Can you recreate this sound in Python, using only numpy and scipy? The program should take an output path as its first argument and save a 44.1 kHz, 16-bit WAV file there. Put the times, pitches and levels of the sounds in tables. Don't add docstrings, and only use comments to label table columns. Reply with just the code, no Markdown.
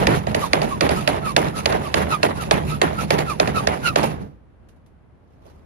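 import sys
import numpy as np
from scipy import signal
from scipy.fft import rfft, irfft, next_fast_len
from scipy.io import wavfile
from scipy.ndimage import uniform_filter1d, map_coordinates

SR = 44100
rng = np.random.default_rng(int(sys.argv[2]) if len(sys.argv) > 2 else 0)


def generate_wav(signal):
    frames = np.transpose(np.atleast_2d(signal))
    scaled = np.clip(frames, -1, 1) * 32767
    pcm = np.round(scaled).astype(np.int16)
    wavfile.write(sys.argv[1], SR, pcm)


N = 249165



def amp(db):
    return 10 ** (np.asarray(db) / 20)


def unit(x):
    return x / np.sqrt(np.mean(x ** 2) + 1e-20)


def along(points, hz):
    f, v = np.transpose(points)
    return np.interp(np.log(hz + 1), np.log(f + 1), v)


def level_curve(rows):
    time_s, level_db = np.transpose(rows)
    return np.interp(np.arange(N) / SR, time_s, level_db)


def wobble(rate):
    points = rng.standard_normal(int(N * rate / SR) + 4)
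    return map_coordinates(points, [np.arange(N) * rate / SR])


def filtered(x, response):
    m = next_fast_len(N + SR // 2)
    hz = np.fft.rfftfreq(m, 1 / SR)
    return irfft(rfft(x, m) * response(hz), m)[..., :N]


def coloured(x, spectrum):
    closed_ends = [(5, -80)] + list(spectrum) + [(SR / 2, -80)]

    def response(hz):
        cepstrum = irfft(np.log(amp(along(closed_ends, hz))))
        half = len(cepstrum) // 2
        cepstrum[1:half] *= 2
        cepstrum[half + 1:] = 0
        return np.exp(rfft(cepstrum))
    return filtered(x, response)


def resonant(x, modes):
    def response(hz):
        total = 0
        for k, (centre, width, db) in enumerate(modes):
            damping = 1j * hz * width
            total = total + (-1) ** k * amp(db) * damping / (centre * centre - hz * hz + damping)
        return total
    return filtered(x, response)


def gritty(rate, spread_db, share, patchy_db):
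    slips = (rng.random(N) < rate / SR) * amp(spread_db * rng.standard_normal(N))
    burst = signal.lfilter([1], [1, -np.exp(-1 / (.0012 * SR))], slips ** 2)
    z = signal.stft(rng.standard_normal((2, N)), nperseg=256)[2]
    field = uniform_filter1d(rng.standard_normal(z.shape[1:]), size=3, axis=0)
    field = uniform_filter1d(field, size=8, axis=1)
    patchy = z * amp(patchy_db * unit(field))
    noise = signal.istft(patchy, nperseg=256)[1][:, :N]
    return noise * np.sqrt(abs(1 - share) + abs(share) * burst / burst.mean())


SPEED_UP, SLOW_DOWN = 0.49, 0.49


def bell(t, at, length, rise=SPEED_UP, fall=SLOW_DOWN):
    side = np.where(t < at, rise, fall)
    return -9 * ((t - at) / (length * side)) ** 2


# start_s, held_s, boom_db, judder_db, scrape_db
PUSHES = [(0.0, 0.032, -18, -18, -31.5), (0.069, .055, -23.5, -14.5, -29.5),
          (0.267, 0.0072, -30, -24.5, -40), (0.347, 0.016, -28, -19.5, -31),
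          (0.531, 0.077, -24.5, -17.5, -31), (0.615, 0.029, -24.5, -22, -31),
          (0.8093, .05, -24, -16, -29.5), (0.889, 0.03, -24.5, -19, -31.5),
          (1.0745, 0.087, -23.5, -18.5, -30), (1.3635, 0.088, -23, -19, -28.5),
          (1.656, 0.041, -25, -16.5, -28), (1.724, 0.085, -26, -22, -38), (1.9395, 0.1, -22, -18, -27.5),
          (2.2283, 0.034, -27.5, -17.5, -26.5), (2.5095, 0.034, -18.5, -15.5, -27.5),
          (2.815, 0.041, -24, -15, -27.5), (3.103, 0.026, -25, -15, -26.5), (3.1806, 0.029, -24, -21, -29),
          (3.3996, 0.051, -21.5, -19, -29.5), (3.4746, 0.021, -31, -24, -32),
          (3.6703, 0.044, -24.5, -18.5, -32), (3.958, 0.063, -24, -15.5, -26),
          (4.029, 0.017, -26.5, -25, -27)]
# fastest_s, length_s, boom_db, judder_db, scrape_db
PULLS = [(0.17, .06, -34, -34, -30), (0.301, 0.067, -36, -32.5, -38), (0.435, 0.095, -32, -34.5, -31),
         (0.71, 0.08, -34, -41, -36.5), (0.984, 0.074, -30, -36, -32), (1.287, 0.068, -36, -34.5, -30.5),
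         (1.584, 0.074, -32.5, -35.5, -32.5), (1.855, 0.059, -36, -33, -31.5),
         (2.134, .07, -33.5, -31, -29.5), (2.416, 0.097, -29.5, -36, -32.5), (2.718, .08, -29, -39.5, -32),
         (3.014, 0.089, -32, -36, -34.5), (3.305, 0.061, -39, -38, -31.5), (3.584, 0.076, -30, -30, -30.5),
         (3.874, 0.063, -29.5, -39, -26.5), (4.118, 0.056, -31.5, -38, -42.5),
         (4.22, 0.028, -31, -41, -47.5)]
BITE_S = (0.02, 0.0055, 0.0021)
SAG_DB_PER_S, DROP_DB_PER_S = (31, 61.5, 107), (88.5, 126.5, 154)
SPREAD = (3.3, 2.4, 1.04)
CONTACT_DB, LIFT_S, LIFT_DB_PER_S = (-35, -38, -46.5), (4.27, 4.2, 4.08), (204, 170, 280)


def effort():
    t = np.arange(N) / SR

    def column(values):
        return np.reshape(values, (-1, 1))

    lifted = np.maximum(t - column(LIFT_S), 0)
    power = amp(column(CONTACT_DB) - column(LIFT_DB_PER_S) * lifted) ** 2
    for start, held, *levels_db in PUSHES:
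        at = round(start * SR)
        u = t[:SR // 2]
        let_go = np.maximum(u - held, 0)
        fall_db = column(SAG_DB_PER_S) * u + column(DROP_DB_PER_S) * let_go
        rise = 1 - np.exp(-(u / column(BITE_S)) ** 2) if start else 1
        power[:, at:at + len(u)] += (rise * amp(column(levels_db) - fall_db)) ** 2
    for fastest, length, *levels_db in PULLS:
        middle = round(fastest * SR)
        span = slice(max(middle - SR // 4, 0), middle + SR // 4)
        swell_db = bell(t[span], fastest, length * column(SPREAD))
        power[:, span] += amp(column(levels_db) + swell_db) ** 2
    return np.sqrt(power)


# pitch_hz, level_db
BOOM_COLOUR = [(20, -36), (35, -22), (60, -15), (100, -10.5), (160, -9), (200, -10.5), (260, -14.5),
               (350, -17.5)]
JUDDER_COLOUR = [(170, -29), (270, 0), (430, 0), (620, -2.5), (800, -0.5), (1000, -4.5), (1300, -8.5),
                 (1900, -10.5), (2600, -17.5), (3300, -21), (5000, -38.5)]
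SCRAPE_COLOUR = [(900, 3), (1900, -8.5), (2650, -2), (3200, -9), (3700, -7), (4600, -10), (6000, -16),
                 (7200, -12), (8300, -20), (9300, -12), (10500, -12), (12000, -20.5), (13200, -25.5),
                 (14500, -21.5), (15500, -48)]
# pitch_hz, width_hz, level_db
BED_RESONANCES = [(122, 20, -6), (152, 18, 3), (180, 22, -2), (208, 16, 0)]
# pitch_hz, width_hz, level_db
PIPE_RESONANCES = [(620.5, 170, 7), (787, 536, -1), (438, 70, -4.5)]


def stroke(boom_gain, judder_gain, scrape_gain):
    lumps = wobble(45)
    shake, panels = rng.standard_normal((2, 2, N))
    bed = unit(coloured(shake, BOOM_COLOUR) + amp(-4.0) * resonant(panels, BED_RESONANCES))
    boom = boom_gain * amp(2.0 * wobble(14)) * bed

    tear = gritty(300, 3.5, share=.45, patchy_db=1.5)
    pipe = unit(coloured(tear, JUDDER_COLOUR) + amp(-11) * resonant(tear, PIPE_RESONANCES))
    dull = filtered(pipe, lambda hz: 1 / (1 + (hz / 1500) ** 4))
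    treble_gain = np.minimum(judder_gain / amp(-29.5), 1) ** 0.73
    pipe = dull + treble_gain * (pipe - dull)
    judder = judder_gain * amp(1.8 * lumps) * pipe

    tear = gritty(500, 3.5, share=.35, patchy_db=2.5)
    scrape = scrape_gain * amp(2.7 * lumps) * unit(coloured(tear, SCRAPE_COLOUR))
    return boom + judder + scrape


# pitch_hz, width_hz, level_db
GATE_RESONANCES = [(76, 12, 0), (55, 14, -9)]
SWAY_DB, SWAY_S = -9.5, .15


def tailgate(boom_gain):
    rocking = uniform_filter1d(boom_gain, round(SWAY_S * SR))
    rumble = resonant(rng.standard_normal((2, N)), GATE_RESONANCES)
    rumble = resonant(rumble, [(68, 60, 0)])
    return amp(SWAY_DB) * rocking * unit(rumble)


# time_s, level_db
TRAFFIC = [(4.4, -50), (5.4, -50), (5.65, -47)]
# pitch_hz, level_db
TRAFFIC_COLOUR = [(30, -11), (60, 4.5), (110, -0.9), (200, -6), (400, -13), (800, -19), (1600, -27),
                  (3000, -38), (5000, -48), (8000, -55), (11000, -49.5), (14000, -70.5)]


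def traffic():
    a, b = unit(coloured(rng.standard_normal((2, N)), TRAFFIC_COLOUR))

    def shared(hz):
        return np.clip(0.58 / (1 + hz / 300), 0, 1)

    b = filtered(a, shared) + filtered(b, lambda hz: np.sqrt(1 - shared(hz) ** 2))
    return amp(level_curve(TRAFFIC) + 0.99 * wobble(8.3)) * np.array([a, b])


# start_s, crack_db, hollow_knock_db
SLAPS = [(0.069, -10.5, -5.5), (0.2684, -28.5, -8), (0.3167, -38.5, -21.5), (0.346, -17, -4.5),
         (0.5321, -9.5, -2), (0.6168, -20.5, -9), (0.8084, -11.5, -9.5), (0.891, -19.5, -7),
         (1.0751, -11.5, -3.5), (1.3638, -9, -3.5), (1.4432, -31, -12), (1.4834, -32.5, -21),
         (1.5876, -39.5, -26), (1.6576, -10.5, -5), (1.724, -23, -15.5), (1.8727, -38, -18.5),
         (1.9412, -12.5, -5), (2.2301, -13, -3), (2.436, -31.5, -24), (2.5101, -9.5, -3),
         (2.8154, -11.5, -0.5), (2.9293, -39, -15), (3.105, -12.5, -4), (3.1824, -28.5, -14),
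         (3.1871, -21.5, -14.5), (3.3986, -12.5, 1), (3.4742, -22.5, -10), (3.5599, -33.5, -23),
         (3.6714, -13, -2.5), (3.9582, -14, 1), (4.0307, -24.5, -21)]
# pitch_hz, level_db
CRACK_COLOUR = [(500, -19.5), (1000, -9), (1900, 1), (2600, -6), (4600, -7.5), (6000, -15), (8000, -15),
                (10500, -32.5), (13500, -38.5), (15500, -47.5)]
# pitch_hz, level_db, time_to_fall_60_db_s
WALL_RINGS = [(1850, -2, .015), (2650, -3, .015), (3560, -5, .011), (4600, -5, .01)]


def slaps():
    crack, wall, blows = np.zeros((2, N + SR)), np.zeros((2, N + SR)), np.zeros((2, N))
    t = np.arange(SR // 10) / SR
    contact = (1 - np.exp(-t / .0003)) * amp(-700 * t) / (1 + (t / .005) ** 5)
    noise = coloured(rng.standard_normal((2, N)), CRACK_COLOUR)
    for start, crack_db, knock_db in SLAPS:
        at = round(start * SR)
        span = slice(at, at + len(t))
        rattle = contact * noise[:, span]
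        even_rattle = rattle / np.linalg.norm(rattle[0]) * np.linalg.norm(contact)
        crack[:, span] += amp(crack_db + 1.5) * even_rattle
        for hz, level, t60 in WALL_RINGS:
            ring = np.sin(2 * np.pi * (hz * t + rng.random((2, 1))))
            ring_db = crack_db + 3.5 + level + rng.normal(0, 1.9) - 60 * t / t60
            wall[:, span] += amp(ring_db) * (1 - np.exp(-t / .0006)) * ring
        blows[:, at + round(.0022 * SR)] = 0.33 * amp(knock_db + 28.5)
        blows[:, at + round(.0039 * SR)] = amp(knock_db + 30)
    soft = filtered(blows, lambda hz: 1 / (1 + 1j * hz / 1500) ** 2)
    knock = resonant(soft, PIPE_RESONANCES)
    return (crack[:, :N] + wall[:, :N] + knock) * amp([[0], [-4]])


# loudest_s, length_s, from_hz, to_hz, tone_db, overtone_db
CHATTER = [(0.44, .04, 1191, 1000, -17, -50), (0.731, 0.052, 1155, 1016, -22, -53),
           (0.977, .06, 1312, 1269, -25, -53), (1.274, 0.083, 1327, 1088, -22, -40),
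           (1.575, 0.078, 1287, 1314, -28.5, -53), (1.864, .06, 1200, 1060, -29, -50),
           (2.135, 0.059, 1342, 1190, -16, -30), (2.409, .07, 1430, 1200, -29, -47),
           (2.728, 0.063, 1297, 1300, -26, -44), (2.996, 0.048, 1310, 1350, -22, -43),
           (3.302, 0.068, 1363, 1050, -21, -36.5), (3.576, 0.058, 1340, 1160, -17.5, -34.5),
           (3.873, 0.069, 1450, 1274, -15.5, -23.5)]
# multiple (no unit), level_db
OVERTONES = [(2, 4), (3, -6.5), (4, -13)]
BEND = 1.5
CATCH, SLIP = .4, .5


def chatter():
    out, t = np.zeros((2, N)), np.arange(N) / SR
    drift = np.array([wobble(250), wobble(250)])
    uneven = 1 + .45 * np.array([wobble(330), wobble(330)])
    flicker = 1 + .4 * np.array([wobble(200), wobble(200)])
    for loudest, length, from_hz, to_hz, tone_db, bright_db in CHATTER:
        middle = round(loudest * SR)
        span = slice(middle - SR // 10, middle + SR // 10)
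        progress = np.clip((t[span] - loudest) / length + .5, 0, 1.3)
        hz = from_hz + (to_hz - from_hz) * progress ** BEND
        turn = 2 * np.pi * np.cumsum(hz * (1 + .026 * drift[:, span]), axis=1) / SR
        fade = amp(bell(t[span], loudest, length, CATCH, SLIP))
        tone = amp(tone_db) * uneven[:, span] * np.sin(turn)
        upper = sum(amp(level) * np.sin(k * turn) for k, level in OVERTONES)
        out[:, span] += fade * (tone + fade * amp(bright_db) * flicker[:, span] * upper)
    return out


# start_s, level_db
TICKS = [(4.6867, -45.5), (4.762, -61), (4.861, -51.5)]
# pitch_hz, level_db
TICK_COLOUR = [(1000, -4), (1600, -7), (3000, -8), (5000, -12), (8000, -12), (11000, -14), (14000, -26)]


def ticks():
    out, t = np.zeros((2, N + SR)), np.arange(SR // 5) / SR
    shape = (amp(-60 * t / .05) + .6 * amp(-60 * t / .2)) * (1 - np.exp(-t / .001))
    for start, db in TICKS:
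        at = round(start * SR)
        out[:, at:at + len(t)] += amp(db + 1.0) * shape * rng.standard_normal((2, len(t)))
    return coloured(out[:, :N], TICK_COLOUR)


# time_s, level_db
HAND = [(5.05, -93), (5.3, -66), (5.4, -67.5), (5.43, -56), (5.46, -50), (5.51, -53.5), (5.65, -66)]
# pitch_hz, level_db
HAND_COLOUR = [(400, 0), (800, 3.5), (1600, -14.5), (3000, -17.5), (5000, -19.5), (8000, -24.5),
               (11000, -28), (14000, -31)]


def hand():
    drag = gritty(200, 3, share=.35, patchy_db=3)
    return amp(level_curve(HAND) + 1.5 * wobble(45)) * unit(coloured(drag, HAND_COLOUR))


# pitch_hz, left_minus_right_db
LOUDER = [(60, -1), (200, -3), (600, -6.5), (1300, -3.5), (2200, -0.5), (3200, -3.5), (4600, -4.5),
          (6000, -6), (8000, -1), (10000, -0.2), (14000, 0)]
# pitch_hz, left_leads_rad
LEADS = [(0, 0), (60, -.3), (130, -.9), (270, -1.2), (690, -2.8), (1550, -3.2), (1950, -6), (2670, -7.3),
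         (3100, -8.3), (6200, -10.3), (7100, -9.8), (8600, -9.3), (10800, -6.5), (12900, -6.2),
         (13900, -3.4), (15300, -3.1)]
# pitch_hz, likeness (0 to 1, no unit)
ALIKE = [(40, 0.76), (250, .75), (600, 0.69), (1100, 0.55), (1900, 0.3), (2700, 0.25), (4000, 0.054),
         (6000, 0.28), (7500, 0.92), (8400, 0.83), (9800, 0.48), (11000, .98), (12700, 1), (13500, 0.69),
         (14600, 1)]


def ports(pair):
    direct, scattered = pair

    def alike(hz):
        return np.clip(along(ALIKE, hz), 0, 1)

    def late(hz):
        return amp(along(LOUDER, hz) / 2) * np.exp(1j * np.interp(hz, *np.transpose(LEADS)))

    left = filtered(direct, lambda hz: late(hz) * alike(hz))
    left = left + filtered(scattered, lambda hz: late(hz) * np.sqrt(1 - alike(hz) ** 2))
    right = filtered(direct, lambda hz: amp(-along(LOUDER, hz) / 2))
    return np.array([left, right])


def scene():
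    boom_gain, judder_gain, scrape_gain = effort()
    saw = stroke(boom_gain, judder_gain, scrape_gain) + tailgate(boom_gain)
    saw = saw + slaps() + chatter()
    return ports(saw + ticks() + hand()) + traffic()


TOP_HZ = 15730


def record(dry):
    soft = dry / (1 + abs(dry / .97) ** 6) ** (1 / 6)
    return filtered(soft, lambda hz: hz < TOP_HZ)


dry = scene()
out = record(dry)
generate_wav(out)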